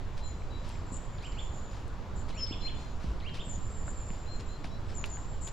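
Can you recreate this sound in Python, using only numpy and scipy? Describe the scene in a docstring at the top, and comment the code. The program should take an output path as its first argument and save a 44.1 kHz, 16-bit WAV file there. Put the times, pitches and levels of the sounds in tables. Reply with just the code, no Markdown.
"""Woodland walk by still water

A walker treads an earth path: sinking sine thuds, one with a low boom just after it, scuffs of leaf-litter
clicks and snaps of filtered noise. Tiny birds buzz and call thinly while two larger birds whistle and swoop,
all warbled near-sines. Sparse random echoes stand for the wood. Far traffic hum and light air rumble at a
stereo camera microphone are shaped noise."""
import sys
import numpy as np
from scipy import signal
from scipy.fft import rfft, irfft
from scipy.io import wavfile
from scipy.ndimage import uniform_filter1d

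SR = 44100
rng = np.random.default_rng(int(sys.argv[2]) if len(sys.argv) > 2 else 0)


def rack_gain(trim_db):
    """Turn a fader trim in dB into the linear factor to multiply a signal by."""
    fader = np.asarray(trim_db, float)
    return 10 ** (fader / 20)


def wav_record(signal):
    """Record a signal, one row per channel, as 16-bit PCM in the file named by sys.argv[1]."""
    frames = np.transpose(np.atleast_2d(signal))
    bounded = np.clip(frames, -1, 1)
    # unit amplitude maps onto the largest positive 16-bit level
    quanta = np.round(bounded * 32767).astype(np.int16)
    wavfile.write(sys.argv[1], SR, quanta)


N = 243476


def evened(x):
    """Scales to rms 1."""
    return x / np.sqrt(np.mean(x ** 2) + 1e-20)


def read(points, hz):
    """Looks a curve up on a log-frequency axis."""
    f, value = np.transpose(points)
    return np.interp(np.log(hz + 1), np.log(f + 1), value)


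def add(mix, s, sound):
    """Mixes a sound in at time s, cut off at the end of the mix."""
    part = mix[round(s * SR):][:len(sound)]
    part += sound[:len(part)]


def panned(x, lean_db):
    """Places a sound in two channels, the left louder by lean_db."""
    return x * rack_gain([[lean_db / 2], [-lean_db / 2]])


def wood(x, t60, wet_db, swell_s=0.01):
    """Echoes off trunks and bank: sparse taps of random sign swell in, then die by 60 dB in t60 seconds."""
    spacing = 20  # samples, with one tap somewhere in each slot
    taps, t = np.zeros((2, SR // 2)), np.arange(SR // 2) / SR
    slots = np.arange(0, SR // 2 - spacing, spacing)
    places = slots + rng.integers(0, spacing, (2, len(slots)))
    signs = rng.choice([-1., 1.], (2, len(slots)))
    np.put_along_axis(taps, places, signs, 1)
    taps *= rack_gain(-60 * t / t60) * np.minimum(t / swell_s, 1) ** 2
    taps[1] = (taps[0] + 2 * taps[1]) / np.sqrt(5)  # the ports share some of their echoes
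    taps /= np.linalg.norm(taps[0])
    return rack_gain(wet_db) * signal.fftconvolve(x[None], taps, axes=1)[:, :N]


def wide_noise(spectrum, patchy_db, size, alike=1):
    """Stereo noise from random short-time spectra with drifting patches, partly alike at both ports."""
    # likeness of the two ports: f/Hz, correlation
    likeness = [(20, 0.76), (60, 1), (180, 0.96), (540, 0.92), (1610, 0.59), (4810, 0.8), (14400, 0.11)]
    # stereo tilt: f/Hz, left minus right/dB
    tilt = [(8, -7), (25, -3), (100, 0.5), (300, -1), (1000, 1.5), (5000, 2.5), (13000, 8.5)]
    frames, hz = N // (size // 4) + 5, np.fft.rfftfreq(size, 1 / SR)
    a, b, c, d, patches = rng.standard_normal((frames, len(hz), 5)).T
    patches = uniform_filter1d(patches, size=12, axis=0)
    patches = evened(uniform_filter1d(patches, size=10, axis=1))
    shared = np.clip(alike * read(likeness, hz), -1, 1)[:, None]
    left = a + 1j * b
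    right = shared * left + np.sqrt(1 - shared ** 2) * (c + 1j * d)
    half_tilt_db = read(tilt, hz)[:, None] / 2
    colour = rack_gain(read(spectrum, hz)[:, None] + patchy_db * patches)
    spectra = np.array([left, right]) * colour * rack_gain([half_tilt_db, -half_tilt_db])
    return evened(signal.istft(spectra, nperseg=size, noverlap=size - size // 4)[1][:, :N])


def sung(s, hz, db, warble_hz=0, rate_hz=170, shaky=.3, flutter_db=1.5, overtone_db=-60, edge=0.24):
    """A near sine along a pitch curve, spread into a buzz by an uneven warble; gives start time and tone."""
    t = np.arange(s[0], s[-1], 1 / SR)
    unsteady, flutter = (evened(np.convolve(rng.standard_normal(len(t)), np.hanning(300), "same"))
                         for _ in range(2))
    warble_turn = 2 * np.pi * np.cumsum(rate_hz * (1 + shaky * unsteady)) / SR
    warble = np.sin(rng.random() * 2 * np.pi + warble_turn)
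    pitch = np.interp(t, s, hz) + warble_hz * warble
    turn = 2 * np.pi * np.cumsum(pitch) / SR
    level_db = np.interp(t, s, db) + flutter_db * (flutter - warble)  # louder at the bottom of each warble
    octave = rack_gain(overtone_db - abs(pitch - 2050) / 18)  # the beak passes it best for notes near 2050 Hz
    tone = np.sin(turn) + octave * np.sin(2 * turn)
    fade = signal.windows.tukey(len(t), np.clip(edge, 0, 1))
    return s[0], np.sqrt(2) * rack_gain(level_db) * fade * tone


def at_feet(x):
    """Places a footfall just left of centre with the short, quick echo of the path."""
    return panned(x, 1.5) + wood(x, 0.062, -6.5, swell_s=0.0012)


def traffic_hum():
    """Steady hum of far traffic and air: noise with a falling spectrum."""
    # hum spectrum: f/Hz, relative level/dB
    hum_curve = [(55, -19.5), (90, 0), (180, -9), (330, -14), (780, -18.5), (1030, -17.5), (2050, -29.5),
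                 (4000, -34), (6200, -40), (7500, -39.5), (8300, -56.5), (12500, -54.5), (14800, -48)]
    return rack_gain(-44.5) * wide_noise(hum_curve, 0.97, size=1024)


def air_rumble():
    """Air rumble at the microphone: lumpy low noise."""
    # rumble spectrum: f/Hz, relative level/dB
    rumble_curve = [(3.5, -31), (6.0, 12), (16, -1.5), (60, -5), (109, -12), (160, -31), (210, -80),
                    (350, -120)]
    return rack_gain(-36.5) * wide_noise(rumble_curve, 0.26, size=4096, alike=0.99)


def thin_callers():
    """Tiny birds further off on the right: short, thin calls that fall in pitch and ring in the wood."""
    # calls: start/s, first f/Hz, first level/dB
    calls = [(0.039, 7500, -90), (.37, 7820, -72), (.54, 7500, -73), (0.711, 7620, -65),
             (0.859, 7460, -63.5), (1.02, 7340, -68), (1.119, 7200, -63.5), (1.24, 7600, -59.5),
             (1.26, 7220, -64), (1.38, 7440, -57), (1.39, 7160, -63), (1.51, 7060, -61.5),
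             (1.53, 7360, -59), (1.63, 7170, -60.5), (2.47, 7610, -66.5), (2.6, 7200, -66),
             (2.63, 7570, -69), (2.74, 7120, -64), (2.76, 7700, -71), (2.865, 7050, -69),
             (3.395, 7390, -63.5), (3.445, 7725, -55), (3.605, 7440, -55), (3.7, 7660, -55.5),
             (3.761, 7390, -56.5), (3.84, 7480, -54), (3.96, 7430, -52.5), (4.059, 7440, -55.5),
             (4.18, 7500, -62), (4.195, 7060, -68), (4.311, 7480, -61.5), (4.335, 7000, -66),
             (4.459, 7380, -61), (4.86, 7850, -72), (5.169, 7580, -60), (5.28, 7540, -61)]
    length_s, fall_hz, fade_db = .08, 329, -2.5
    far = np.zeros(N)
    for s, hz, db in calls:
        add(far, *sung([s, s + length_s], [hz, hz - fall_hz], [db, db + fade_db],
                       warble_hz=118, rate_hz=70, shaky=0.36, flutter_db=1.5))
    return panned(far, -3.5) + wood(far, 0.6, -1.2)


def scuffs():
    """Sole drags through litter: each leaf and pebble gives one click, and a few are large."""
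    # drags: start/s, level at the crest/dB, length scale/s
    drags = [(0.169, -52.5, 0.032), (0.633, -54.5, 0.13), (1.219, -53, 0.038), (1.703, -57, 0.1),
             (2.28, -51.5, 0.036), (2.77, -57, 0.1), (2.99, -56, 0.14), (3.336, -49, 0.043),
             (3.86, -66, 0.024), (4.11, -59, 0.087), (4.393, -51.5, 0.027), (4.637, -50.5, 0.035),
             (4.88, -54, 0.061), (5.043, -51.5, 0.044), (5.47, -44.5, 0.016)]
    # colour of the litter: f/Hz, relative level/dB
    litter_curve = [(250, -2.5), (900, -1), (2500, -3), (5000, -4.5), (8000, -16.5), (11000, -26),
                    (15000, -36)]
    clicks_per_s = 6000
    drag = np.zeros(N)
    for s, db, length in drags:
        u = np.arange(0, 3 * length, 1 / SR) / (0.4 * length)
        add(drag, s, rack_gain(db) * u * np.exp(1 - u))  # quick bite, slower release
    click_size = rack_gain(2.0 * np.minimum(rng.exponential(1, N), 5)) * (rng.random(N) < clicks_per_s / SR)
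    clicks = rng.standard_normal((2, N)) * click_size
    clicks[1] = (clicks[0] + .5 * clicks[1]) / np.sqrt(1.25)  # mostly alike at both ports
    colour = rack_gain(read(litter_curve, np.fft.rfftfreq(N, 1 / SR)))
    crackle = evened(irfft(rfft(clicks) * colour, N)) * drag
    return panned(crackle, 3.1)


def whistler():
    """A larger bird on the left: pure notes slide into a held pitch, with one clear echo off the far bank."""
    # notes: start/s, length/s, held f/Hz, top level/dB, slide into the note/Hz
    notes = [(0.207, 0.092, 4064, -54, -60), (.5, 0.097, 3940, -56.5, -40), (2.368, 0.096, 5265, -35, 673),
             (2.599, 0.093, 4165, -39.5, -300), (4.261, 0.11, 4174, -51.5, -280),
             (4.486, 0.088, 4126, -60.5, -300), (4.707, 0.08, 3990, -62, -200),
             (4.691, 0.08, 5390, -70, 247)]
    slide_s, start_db, crest = .014, -61, .7  # the crest is a share of the length
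    bank_s, bank_db = 0.038, -16.5
    whistle = np.zeros(N)
    for s, length, hz, db, slide_hz in notes:
        t = np.arange(0, length, 1 / SR)
        pitch = hz + slide_hz * np.exp(-t / slide_s)
        # notes louder than start_db swell to the crest
        swell_db = db - max(db - start_db, 0) * abs(t / length / crest - 1) ** 1.25
        add(whistle, *sung(s + t, pitch, swell_db, warble_hz=10, rate_hz=37, flutter_db=1.05, edge=0.14))
    add(whistle, bank_s, rack_gain(bank_db) * whistle.copy())
    return panned(whistle, 6.2) + wood(whistle, 0.6, -7, swell_s=0.03)


def buzzing_bird():
    """A tiny near bird on the left: rough falling slurs and wide buzzes, both made by fast warble."""
    # slurs: start/s, first f/Hz, level/dB
    slurs = [(0.226, 7530, -57.5), (2.334, 7430, -59.5), (3.475, 7410, -50), (4.936, 7470, -49),
             (5.082, 7420, -49)]
    # buzzes: start/s, length/s, first centre f/Hz, level/dB
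    buzzes = [(0.914, 0.072, 7460, -50), (2.148, 0.089, 7370, -59.5), (3.859, 0.071, 7400, -53),
              (5.403, 0.1, 7350, -49)]
    near = np.zeros(N)
    when = .105 * np.array([0, 0.39, 1])  # s
    fallen = 592 * np.array([0, .6, 1])  # Hz, over half of the fall done by the knee
    for s, hz, db in slurs:
        add(near, *sung(s + when, hz - fallen, [db] * len(when), warble_hz=145,
                        rate_hz=120, shaky=0.45, flutter_db=2.5, edge=0.5))
    sag_hz = 100
    for s, length, hz, db in buzzes:
        add(near, *sung([s, s + length], [hz, hz - sag_hz], [db, db], warble_hz=400,
                        rate_hz=150, shaky=0.89, flutter_db=2.0, edge=0.41))
    return panned(near, 8.8) + wood(near, 0.41, -5.0)


def snaps():
    """Twigs and grit break dry: a tiny puff of noise and tone, coloured by the size of the piece."""
    # snaps: t/s, peak/dB, centre f/Hz
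    breaks = [(.42, -43, 2200), (0.6917, -36.5, 5500), (.708, -46, 2800), (.7555, -40, 2200),
              (1.268, -42, 5030), (1.88, -45, 8150), (3.352, -59, 4300), (3.88, -32.5, 1440),
              (4.104, -38, 2460), (4.6442, -32, 2300), (4.646, -36, 680), (4.671, -63, 4800),
              (5.041, -20.5, 2680), (5.0602, -37, 6140), (5.1712, -35, 1700), (5.4768, -37, 6000)]
    cycles = 8.5  # a piece dies by 60 dB within this many swings
    ground, t = np.zeros(N), np.arange(SR // 10) / SR
    for s, db, hz in breaks:
        puff = .6 * rng.standard_normal(len(t)) + np.sin(2 * np.pi * hz * t)
        puff *= rack_gain(-60 * t * hz / cycles)
        band = signal.butter(3, [0.33 * hz, 2 * hz], "band", fs=SR, output="sos")
        puff = signal.sosfilt(band, puff)
        add(ground, s, rack_gain(db) * puff / abs(puff).max())
    return at_feet(ground)


def thuds():
    """Heel meets soft earth: a few cycles sink in pitch while dying by 60 dB in 0.03 s."""
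    # thuds: t/s, level at the onset/dB, first f/Hz
    heels = [(0.92, -29.5, 215), (2.5098, -27, 268), (3.043, -30, 220), (3.578, -31.5, 200),
             (4.106, -28, 170), (4.645, -36, 201)]
    ground, t = np.zeros(N), np.arange(SR // 10) / SR
    for s, db, hz in heels:
        add(ground, s, -rack_gain(db - 60 * t / 0.03) * np.sin(2 * np.pi * hz * t * (1 - 9 * t)))
    return at_feet(ground)


def swooper():
    """A larger bird right of centre: notes dip, climb and drop, with an octave, and bounce off the water."""
    # notes: start/s, time to the top/s, top f/Hz, level/dB, length of the climb (1 slow, less is steeper)
    notes = [(1.181, 0.078, 3150, -51.5, 1.02), (1.319, 0.074, 3450, -47, .75),
             (2.3, 0.089, 3243, -49.5, .95), (2.463, 0.065, 3480, -44, .65),
             (2.616, 0.069, 3454, -44.5, .65), (3.199, 0.079, 3175, -47, 1.05),
             (3.343, 0.064, 3640, -46.5, .85)]
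    # shape of a note: share of the time to the top, share of the top pitch, relative level/dB
    shape = [(0, 1.75, -10), (.07, 1.0, -5.5), (.18, .7, -20), (.36, .62, -16.5), (.66, .75, -8),
             (.9, .91, 0), (1.0, 1.0, 1.5), (1.1, .99, -2.5), (1.24, 0.53, -9.5)]
    water_s, water_db = .006, -5
    swoop = np.zeros(N)
    when, pitch, level_db = np.transpose(shape)
    climbing = (when > .3) & (when < 1)
    for s, rise, top_hz, db, climb in notes:
        bent = np.where(climbing, 1 - climb * (1 - when), when)
        add(swoop, *sung(s + rise * bent, top_hz * pitch, db + level_db, warble_hz=89.5, rate_hz=200,
                         flutter_db=2.5, overtone_db=4.0, edge=0.049))
    add(swoop, water_s, rack_gain(water_db) * swoop.copy())
    return panned(swoop, -2.0) + wood(swoop, .6, -3, swell_s=.012)


def low_boom():
    """One low boom just after a heel thud: a sine under a half-sine swell, alike in both channels."""
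    # the boom: start/s, length/s, f/Hz, peak/dB
    s, length, hz, db = (3.05, 0.1, 56, -26.5)
    boom, t = np.zeros(N), np.arange(0, length, 1 / SR)
    add(boom, s, rack_gain(db) * np.sin(np.pi * t / length) * np.sin(2 * np.pi * hz * t))
    return boom


def scene():
    """All sources at the microphone."""
    background = traffic_hum() + air_rumble()
    birds = thin_callers() + whistler() + buzzing_bird() + swooper()
    walker = scuffs() + snaps() + thuds() + low_boom()
    return background + birds + walker


def top_cut(x):
    """Nothing passes above the cut-off."""
    return signal.sosfilt(signal.butter(12, 14980, fs=SR, output="sos"), x)


def record(dry):
    """The microphone fades above its top edge at 12.5 kHz."""
    dull = signal.sosfilt(signal.butter(4, 12500, fs=SR, output="sos"), dry)
    return top_cut(dull)


dry = scene()
out = record(dry)
wav_record(out)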